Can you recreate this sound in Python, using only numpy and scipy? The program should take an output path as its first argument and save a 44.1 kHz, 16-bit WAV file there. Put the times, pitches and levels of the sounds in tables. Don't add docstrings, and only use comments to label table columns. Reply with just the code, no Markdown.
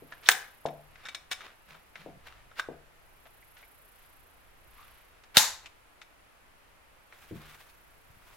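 import sys
import numpy as np
from scipy import signal
from scipy.fft import rfft, irfft, next_fast_len
from scipy.io import wavfile
from scipy.ndimage import uniform_filter1d

SR = 44100
rng = np.random.default_rng(int(sys.argv[2]) if len(sys.argv) > 2 else 0)


def int16_out(signal):
    q = np.round(np.clip(np.atleast_2d(signal).T, -1, 1) * 32767)
    wavfile.write(sys.argv[1], SR, q.astype(np.int16))


N = 368676

# (f/Hz, relative level/dB)
FRICTION_SPECTRUM = [(150, -20.5), (600, -8.5), (1300, -1), (2300, -2), (3700, -6), (5000, -12),
                     (8000, -20.5), (16000, -22)]
# (f/Hz, side over mid/dB)
RIFLE_WIDTH = [(40, -8), (150, -6), (400, -10), (1000, -9), (2500, -7.5), (4000, -3.5), (8000, -2.5),
               (14000, -3)]
# (f/Hz, side over mid/dB)
BACKGROUND_WIDTH = [(60, -5), (150, -1), (380, -0.5), (950, 0), (2380, -1), (5980, 0.5), (15000, 0.5)]


def steel_clacks(rebound_s=.0069, ring_q=5.5, hard_above_db=-20, pan_db=2):
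    # (t/s, level/dB, resonance f/Hz, resonance over crack/dB,
    # tilt/dB per octave, change per rebound/dB, relative barrel level/dB)
    impacts = [ (0.1217, -39.5, 1700, 0, -4, -6, -22), (0.2881, -6.5, 1695, -6, 1, -13.5, -33),
               (0.314, -24, 3493, -9, 3.5, -9, -5), (0.6591, -40, 3640, -14.5, 1, -9.5, -9),
               (0.6845, -46, 3620, -14, -4, -12, -11), (0.956, -50, 2300, 0.5, -0.5, -15.5, -18),
               (1.054, -42, 1540, 0, 1.5, -1, 1.5), (1.086, -37, 2190, -4, 1, -9.5, -5),
               (1.147, -33, 3800, -4, 2, -16, -5), (1.314, -29.5, 3600, -6, 1, -1.5, -1.5),
               (1.4064, -43, 1460, 11, 3.5, -12, -5), (1.748, -49, 1500, -10, -6, -8, -13.5),
               (1.955, -40.5, 2230, 1, -2.5, -8.5, -15), (2.5132, -50.5, 1340, -1.5, -6.5, -9, -13),
               (2.595, -24, 1430, 4, -1.5, -17.5, -15), (3.2545, -53, 654, -4, -2.5, -1, -25),
               (3.5677, -52, 2220, -8, 1, -10.5, -25), (3.6265, -53, 2150, 5, -2.5, -8, -22),
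               (5.236, -54, 2420, -19, 4, -8.5, -13), (5.3698, -6, 3970, -0.5, 4, -6, -26),
               (5.384, -20, 4000, 3.5, 6, -7.5, -24), (5.6582, -42.5, 2550, 0, 2.5, -6.5, -29),
               (6.015, -45.5, 2340, -11, 0.5, -7, -11), (7.124, -48, 2306, -5, -5.5, -14, -30)]
    # (f/Hz, relative level/dB)
    crack_spectrum = [(100, -35.5), (400, -17), (750, -5.5), (1000, -7), (1350, 0.5), (2000, -2),
                      (3000, -5), (3800, -5.5), (4700, -10.5), (6000, -9.5), (9000, -14), (13000, -19.5),
                      (16000, -26)]
    # (f/Hz, relative level/dB, T60/s)
    barrel_modes = [(1697, -7.5, 0.086), (1900, -12, .12), (2280, -7, .16), (3620, -1.5, 0.066),
                    (3749, -7, 0.13), (5330, -14.5, .09), (5360, -13, 0.15), (15260, -4.5, .12)]
    out, t, brief = np.zeros((2, N)), np.arange(SR // 4) / SR, np.arange(2048) / SR
    for s, db, ring_hz, ring_db, tilt_db, rebound_db, barrel_db in impacts:
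        corner_hz = min(20000 * 2 ** (db / 25.5), .45 * SR)
        softness = signal.butter(2, corner_hz, fs=SR, output="sos")
        for bounce in range(3):
            if bounce == 0 and db > hard_above_db:
                contact = contact_burst(brief, t60=.013)
            else:
                contact = contact_burst(brief, t60=.031) * (1 - np.exp(-brief / .0007))
            contact = signal.sosfilt(softness, contact)
            crack = unit_blow(colour(contact, crack_spectrum, tilt_db + 1.5 * (bounce > 0)))
            ring = unit_blow(signal.lfilter(*signal.iirpeak(ring_hz, ring_q, fs=SR), crack))
            clack = unit_blow(crack + from_db(ring_db) * ring)
            add(out, s + bounce * rebound_s, from_db(db + bounce * rebound_db) * clack, pan_db)
        barrel = unit_blow(signal.sosfilt(softness, struck_modes(barrel_modes, t, spread_db=1.5)))
        add(out, s, from_db(db + barrel_db) * barrel, pan_db)
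    return out


def recoil_spring(shut_s=5.378, level_db=-13, swell_s=.021, action_db=-9.5):
    # (f/Hz, relative level/dB)
    spring_spectrum = [(300, -26.5), (650, -25), (870, 1.5), (1200, -5.5), (1800, -3), (3100, -9.5),
                       (3900, -1.5), (5500, -2.5), (7300, 1.5), (8700, -11), (11000, -6.5), (16000, -11.5)]
    # (f/Hz, T60/s)
    spring_decay = [(850, 0.34), (2000, 0.38), (7000, 0.32), (10000, 0.3), (15000, 0.2)]
    # (f/Hz, relative level/dB, T60/s)
    action_modes = [(857, -2, .35), (1045, -3, .4), (1647, -1, .25), (3835, 2, .25), (4391, -1.5, .28),
                    (5365, -8, .3), (6900, -4.5, .25), (7490, -6.5, .3)]
    out, t = np.zeros((2, N)), np.arange(SR) / SR
    swell = 1 - np.exp(-t / swell_s)
    shiver = unit_blow(colour(dense_modes(t, spring_decay), spring_spectrum) * swell)
    ring = unit_blow(struck_modes(action_modes, t, spread_db=1.5))
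    add(out, shut_s, from_db(level_db) * (shiver + from_db(action_db) * ring), pan_db=2)
    return out


def body_knocks(shudder_db=3.5, shudder_t60=.16):
    # (t/s, level/dB, lowest f/Hz, highest f/Hz, ring over pulse/dB)
    blows = [ (0.021, -56.5, 202, 523, 8), (0.2884, -28, 220, 1166, -20.5), (0.654, -25.5, 488, 856, -6.5),
             (2.0611, -41, 261, 780, -2), (2.687, -35, 240.4, 710.4, -4.5), (5.37, -28, 75, 290, -38),
             (5.3725, -23.5, 501.6, 987, -32.5), (7.31, -38.5, 260, 410, -1), (7.32, -41.5, 60, 190, -5),
             (7.356, -44, 69.6, 200.6, -1), (8.099, -55, 35, 150, -14.5), (8.167, -57, 50, 200, -10)]
    # (f/Hz, relative level/dB, T60/s)
    body_modes = [(149, -5, 0.67), (178, -9, 0.32), (225, -9, .25), (262, -3, .25), (330, -5.5, 0.38),
                  (398, -9, .15), (548, -7, 0.36), (677, -2, .33), (870, -9.5, 0.22)]
    out, t = np.zeros((2, N)), np.arange(SR // 2) / SR
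    for s, db, low_hz, high_hz, ring_db in blows:
        softness = signal.butter(4, 1.15 * high_hz, fs=SR, output="sos")
        band = np.vstack([signal.butter(2, [low_hz, high_hz], "band", fs=SR, output="sos"), softness])
        pulse = unit_blow(signal.sosfilt(band, signal.unit_impulse(len(t)) + 1e-18))
        shudder = unit_blow(signal.sosfilt(band, stereo_noise(len(t)) * decay(t, shudder_t60)))
        ring = unit_blow(signal.sosfilt(softness, struck_modes(body_modes, t, spread_db=1)))
        resonance = ring + from_db(shudder_db) * shudder
        add(out, s, from_db(db) * (pulse + from_db(ring_db) * resonance), pan_db=3)
    return out


def sliding_strokes(slips_per_s=700, slip_db=-.5, slip_decay_s=.00043):
    # (peak t/s, level/dB, rise/s, fall/s, tilt/dB per octave)
    strokes = [ (0.129, -58, .047, 0.1, -3.5), (0.236, -49, 0.0064, 0.023, 0),
               (0.286, -36.5, .019, 0.0036, 0.5), (1.065, -53.5, .09, 0.11, -2),
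               (1.313, -41, 0.0036, 0.018, 4), (1.450, -49, 0.078, 0.052, -2),
               (1.710, -53.5, 0.028, 0.057, -1), (2.000, -55, 0.037, 0.072, -0.5),
               (2.273, -47.5, 0.014, 0.013, -.5), (2.290, -57, 0.051, .12, -2),
               (2.592, -39, .017, 0.015, -.5), (3.590, -59.5, .028, 0.047, 0.5),
               (4.020, -65, 0.095, 0.089, 1.5), (4.810, -60, 0.098, 0.26, -.5),
               (5.368, -26, .012, 0.012, 1), (5.655, -55, .02, 0.022, -2.5),
               (7.434, -55, 0.018, 0.029, -1.5), (7.500, -55.5, .012, .025, 3),
               (7.604, -57, 0.013, 0.031, 3), (7.697, -55.5, .008, .014, 4.5)]
    out = np.zeros((2, N))
    for s, db, rise, fall, tilt_db in strokes:
        start = max(s - 2 * rise, 0)
        t = start - s + np.arange(SR * 3 // 4) / SR
        slips = (rng.random(len(t)) < slips_per_s / SR) * rng.exponential(1, len(t))
        roughness = signal.lfilter([1], [1, -np.exp(-1 / (slip_decay_s * SR))], slips + 1e-18)
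        grip = 1 + from_db(slip_db) * roughness
        rub = unit_rms(colour(stereo_noise(len(t)) * grip, FRICTION_SPECTRUM, tilt_db))
        envelope = np.exp(-np.abs(t / np.where(t < 0, rise, fall)) ** 1.3)
        add(out, start, from_db(db) * rub * envelope)
    return out


def narrow_tones():
    # (t/s, level/dB, f/Hz, bandwidth/Hz, rise/s)
    tones = [ (0.258, -36.5, 3610, 198, 0.0051), (0.269, -39, 5410, 250, 0.004),
             (0.302, -30, 15260, 120, .007), (1.660, -63.5, 154.4, 30.2, 0.042),
             (1.930, -59.5, 153.4, 29.8, 0.22), (2.628, -55, 1298, 205, 0.011),
             (3.420, -59, 2160, 200.4, .005), (3.625, -62, 2160, 199.5, .01),
             (4.775, -56.5, 1176, 90, 0.026)]
    out, t = np.zeros((2, N)), np.arange(SR // 4) / SR
    for s, db, hz, width_hz, rise in tones:
        resonator = signal.iirpeak(hz, hz / width_hz, fs=SR)
        tone = unit_rms(signal.lfilter(*resonator, stereo_noise(len(t))))
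        add(out, s, from_db(db) * tone * t / rise * np.exp(1 - t / rise))
    return out


def padding_drag(onset_s=.026, weave_db=3.5, grain_db=1.5, catch_db=2.2):
    # (t/s, rub level/dB, hiss level before weave_db/dB)
    drag = [(7.13, -56, -71), (7.184, -63, -69.5), (7.444, -54, -66), (7.708, -65.5, -71),
            (7.738, -71.5, -75), (7.92, -72, -78), (8.034, -79.5, -80), (8.332, -60, -68.5),
            (8.36, -66, -64.5)]
    # (f/Hz, relative level/dB)
    weave_spectrum = [(2000, -24), (5000, -0.5), (9000, -1), (16000, 0)]
    s, rub_db, hiss_db = np.transpose(drag)
    out, start = np.zeros((2, N)), s[0] - onset_s
    t = start + np.arange(SR * 3 // 2) / SR
    grain = unit_rms(uniform_filter1d(rng.standard_normal(len(t)), size=90))
    catches = unit_rms(uniform_filter1d(rng.standard_normal(len(t)), size=1100))
    texture = from_db(grain_db * grain + catch_db * catches)
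    rub = unit_rms(colour(stereo_noise(len(t)) * texture, FRICTION_SPECTRUM, tilt_db=-2))
    rub *= from_db(np.interp(t, s, rub_db))
    hiss = unit_rms(colour(stereo_noise(len(t)) * texture, weave_spectrum))
    hiss *= from_db(weave_db + np.interp(t, s, hiss_db))
    add(out, start, np.minimum((t - start) / onset_s, 1) * (rub + hiss))
    return out


def porch(x, echo_s=.021, echo_db=-11, build_s=.0048):
    # (f/Hz, T60/s)
    porch_decay = [(100, 0.25), (600, 0.45), (1500, 0.43), (4000, 0.3968), (8000, 0.29), (15000, 0.36)]
    # (f/Hz, gain/dB)
    porch_spectrum = [(100, -6), (300, -1.5), (700, 3), (1500, -3), (4000, -3.5), (9000, 3), (16000, -5)]
    t = np.arange(SR * 3 // 4) / SR
    build_up = 1 - np.exp(-t / build_s)
    response = unit_rms(dense_modes(t, porch_decay) * build_up) / np.sqrt(len(t))
    response[:, round(echo_s * SR)] += from_db(echo_db)
    return signal.fftconvolve(x, colour(response, porch_spectrum), axes=1)[:, :N]


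def insect(trill_hz=29.3, waver_hz=.54, depth=.62, floor_db=-81.5, pan_db=-3):
    # (start t/s, duration/s, level/dB)
    phrases = [(-.3, 1.35, -65.5), (1.403, 0.74, -74.5), (2.9, 1.73, -64.5), (4.547, 0.6, -65),
               (6.9, 1.54, -71.5)]
    # (f/Hz, relative level/dB)
    wing_spectrum = [(6000, -28), (8500, -11.5), (10500, -5), (11600, 1.5), (13000, -5), (14500, -7),
                     (16000, -11)]
    t = np.arange(N) / SR
    level = from_db(floor_db)
    for start, length, db in phrases:
        level = level + from_db(db) * np.sin(np.pi * np.clip((t - start) / length, 0, 1))
    pace_hz = trill_hz + waver_hz * signal.resample(rng.standard_normal(24), N)
    wings = 1 + depth * np.sin(2 * np.pi * np.cumsum(pace_hz) / SR)
    trill = unit_rms(colour(stereo_noise(N, BACKGROUND_WIDTH), wing_spectrum) * wings)
    return pan(level * trill, pan_db)


def air_and_handling(air_db=-60, rumble_gain_db=4):
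    # (f/Hz, relative level/dB)
    air_spectrum = [(25, -8.5), (70, -12), (164, -20), (350, -18), (650, -15.5), (1300, -16), (2600, -20.5),
                    (3700, -27.5), (6000, -33), (8000, -33.5), (11000, -31), (15500, -38.5)]
    # (f/Hz, relative level/dB)
    rumble_spectrum = [(15, 2.5), (35, 1), (70, -3), (150, -10), (230, -23.5), (500, -43)]
    # (t/s, level before rumble_gain_db/dB)
    rumble_levels = [(0.0, -66.5), (0.56, -77), (0.86, -66.5), (1.77, -75.5), (1.95, -72.5), (2.12, -63),
                     (3.86, -73.5), (4.73, -65.5), (5.14, -73.5), (5.54, -67), (6.05, -82.5), (6.7, -72),
                     (7.06, -78), (7.47, -63), (7.59, -71.5), (8.36, -67.5)]
    air = unit_rms(colour(stereo_noise(N, BACKGROUND_WIDTH), air_spectrum))
    rumble = unit_rms(colour(stereo_noise(N, BACKGROUND_WIDTH), rumble_spectrum))
    rumble_db = rumble_gain_db + np.interp(np.arange(N) / SR, *np.transpose(rumble_levels))
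    return from_db(air_db) * air + from_db(rumble_db) * rumble


def struck_modes(table, t, spread_db):
    out = 0
    for hz, db, t60 in table:
        strength = from_db(db + spread_db * rng.standard_normal((2, 1)))
        out = out + strength * np.sin(2 * np.pi * hz * t) * decay(t, t60)
    return out


def dense_modes(t, t60s):
    edges = np.geomspace(40, 18000, 19)
    white, out = (stereo_noise(len(t)), stereo_noise(len(t))), 0
    for k, (low, high) in enumerate(zip(edges, edges[1:])):
        band = signal.sosfilt(signal.butter(2, [low, high], "band", fs=SR, output="sos"), white[k % 2])
        out = out + band * decay(t, at_hz(t60s, np.sqrt(low * high)))
    return out


def contact_burst(t, t60, smooth_hz=500):
    spectrum = rfft(rng.standard_normal((2, len(t))) * decay(t, t60), 2 * len(t))
    power = uniform_filter1d(np.abs(spectrum) ** 2, size=int(smooth_hz * 2 * len(t) / SR), axis=1)
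    return widen(irfft(spectrum / np.sqrt(power)))[:, :len(t)]


def colour(x, spectrum, tilt_db=0):
    size = 2 * next_fast_len(x.shape[-1])
    hz = np.fft.rfftfreq(size, 1 / SR)
    gain_db = at_hz(spectrum, hz) + tilt_db * np.log2(np.maximum(hz, 250) / 2000)
    cepstrum = irfft(np.log(from_db(gain_db)))
    cepstrum[1:size // 2] *= 2
    cepstrum[size // 2 + 1:] = 0
    return irfft(rfft(x, size) * np.exp(rfft(cepstrum)))[..., :x.shape[-1]]


def widen(pair, widths=RIFLE_WIDTH):
    size = pair.shape[-1]
    mid, side = rfft(pair)
    width = from_db(at_hz(widths, np.fft.rfftfreq(size, 1 / SR)))
    return irfft((mid + width * side * [[1], [-1]]) / np.sqrt(1 + width ** 2), size)


def stereo_noise(size, widths=RIFLE_WIDTH):
    return widen(rng.standard_normal((2, size)), widths)


def from_db(db):
    return 10 ** (np.asarray(db) / 20)


def at_hz(points, hz):
    known, values = np.transpose(points)
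    return np.interp(np.log(np.maximum(hz, 1)), np.log(known), values)


def unit_rms(x):
    return x / np.sqrt(np.mean(x ** 2) + 1e-20)


def unit_blow(x):
    return unit_rms(x) * np.sqrt(.005 * SR / x.shape[-1])


def decay(t, t60):
    return np.exp(-np.log(1000) * t / t60)


def pan(sound, pan_db):
    return sound * from_db([[pan_db / 2], [-pan_db / 2]])


def add(out, s, sound, pan_db=0):
    start = max(round(s * SR), 0)
    part = sound[..., :N - start]
    out[:, start:start + part.shape[-1]] += pan(part, pan_db)


def scene(steel_send_db=-12.5, knock_send_db=-12):
    steel = steel_clacks() + sliding_strokes() + narrow_tones()
    knocks = body_knocks()
    reflections = porch(from_db(steel_send_db) * steel + from_db(knock_send_db) * knocks)
    rifle = steel + knocks + recoil_spring() + padding_drag()
    return rifle + reflections + insect() + air_and_handling()


def record(dry, cutoff_hz=15900):
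    saturated = dry / (1 + dry ** 4) ** (1 / 4)
    return signal.sosfilt(signal.ellip(10, .1, 80, cutoff_hz, fs=SR, output="sos"), saturated)


dry = scene()
out = record(dry)
int16_out(out)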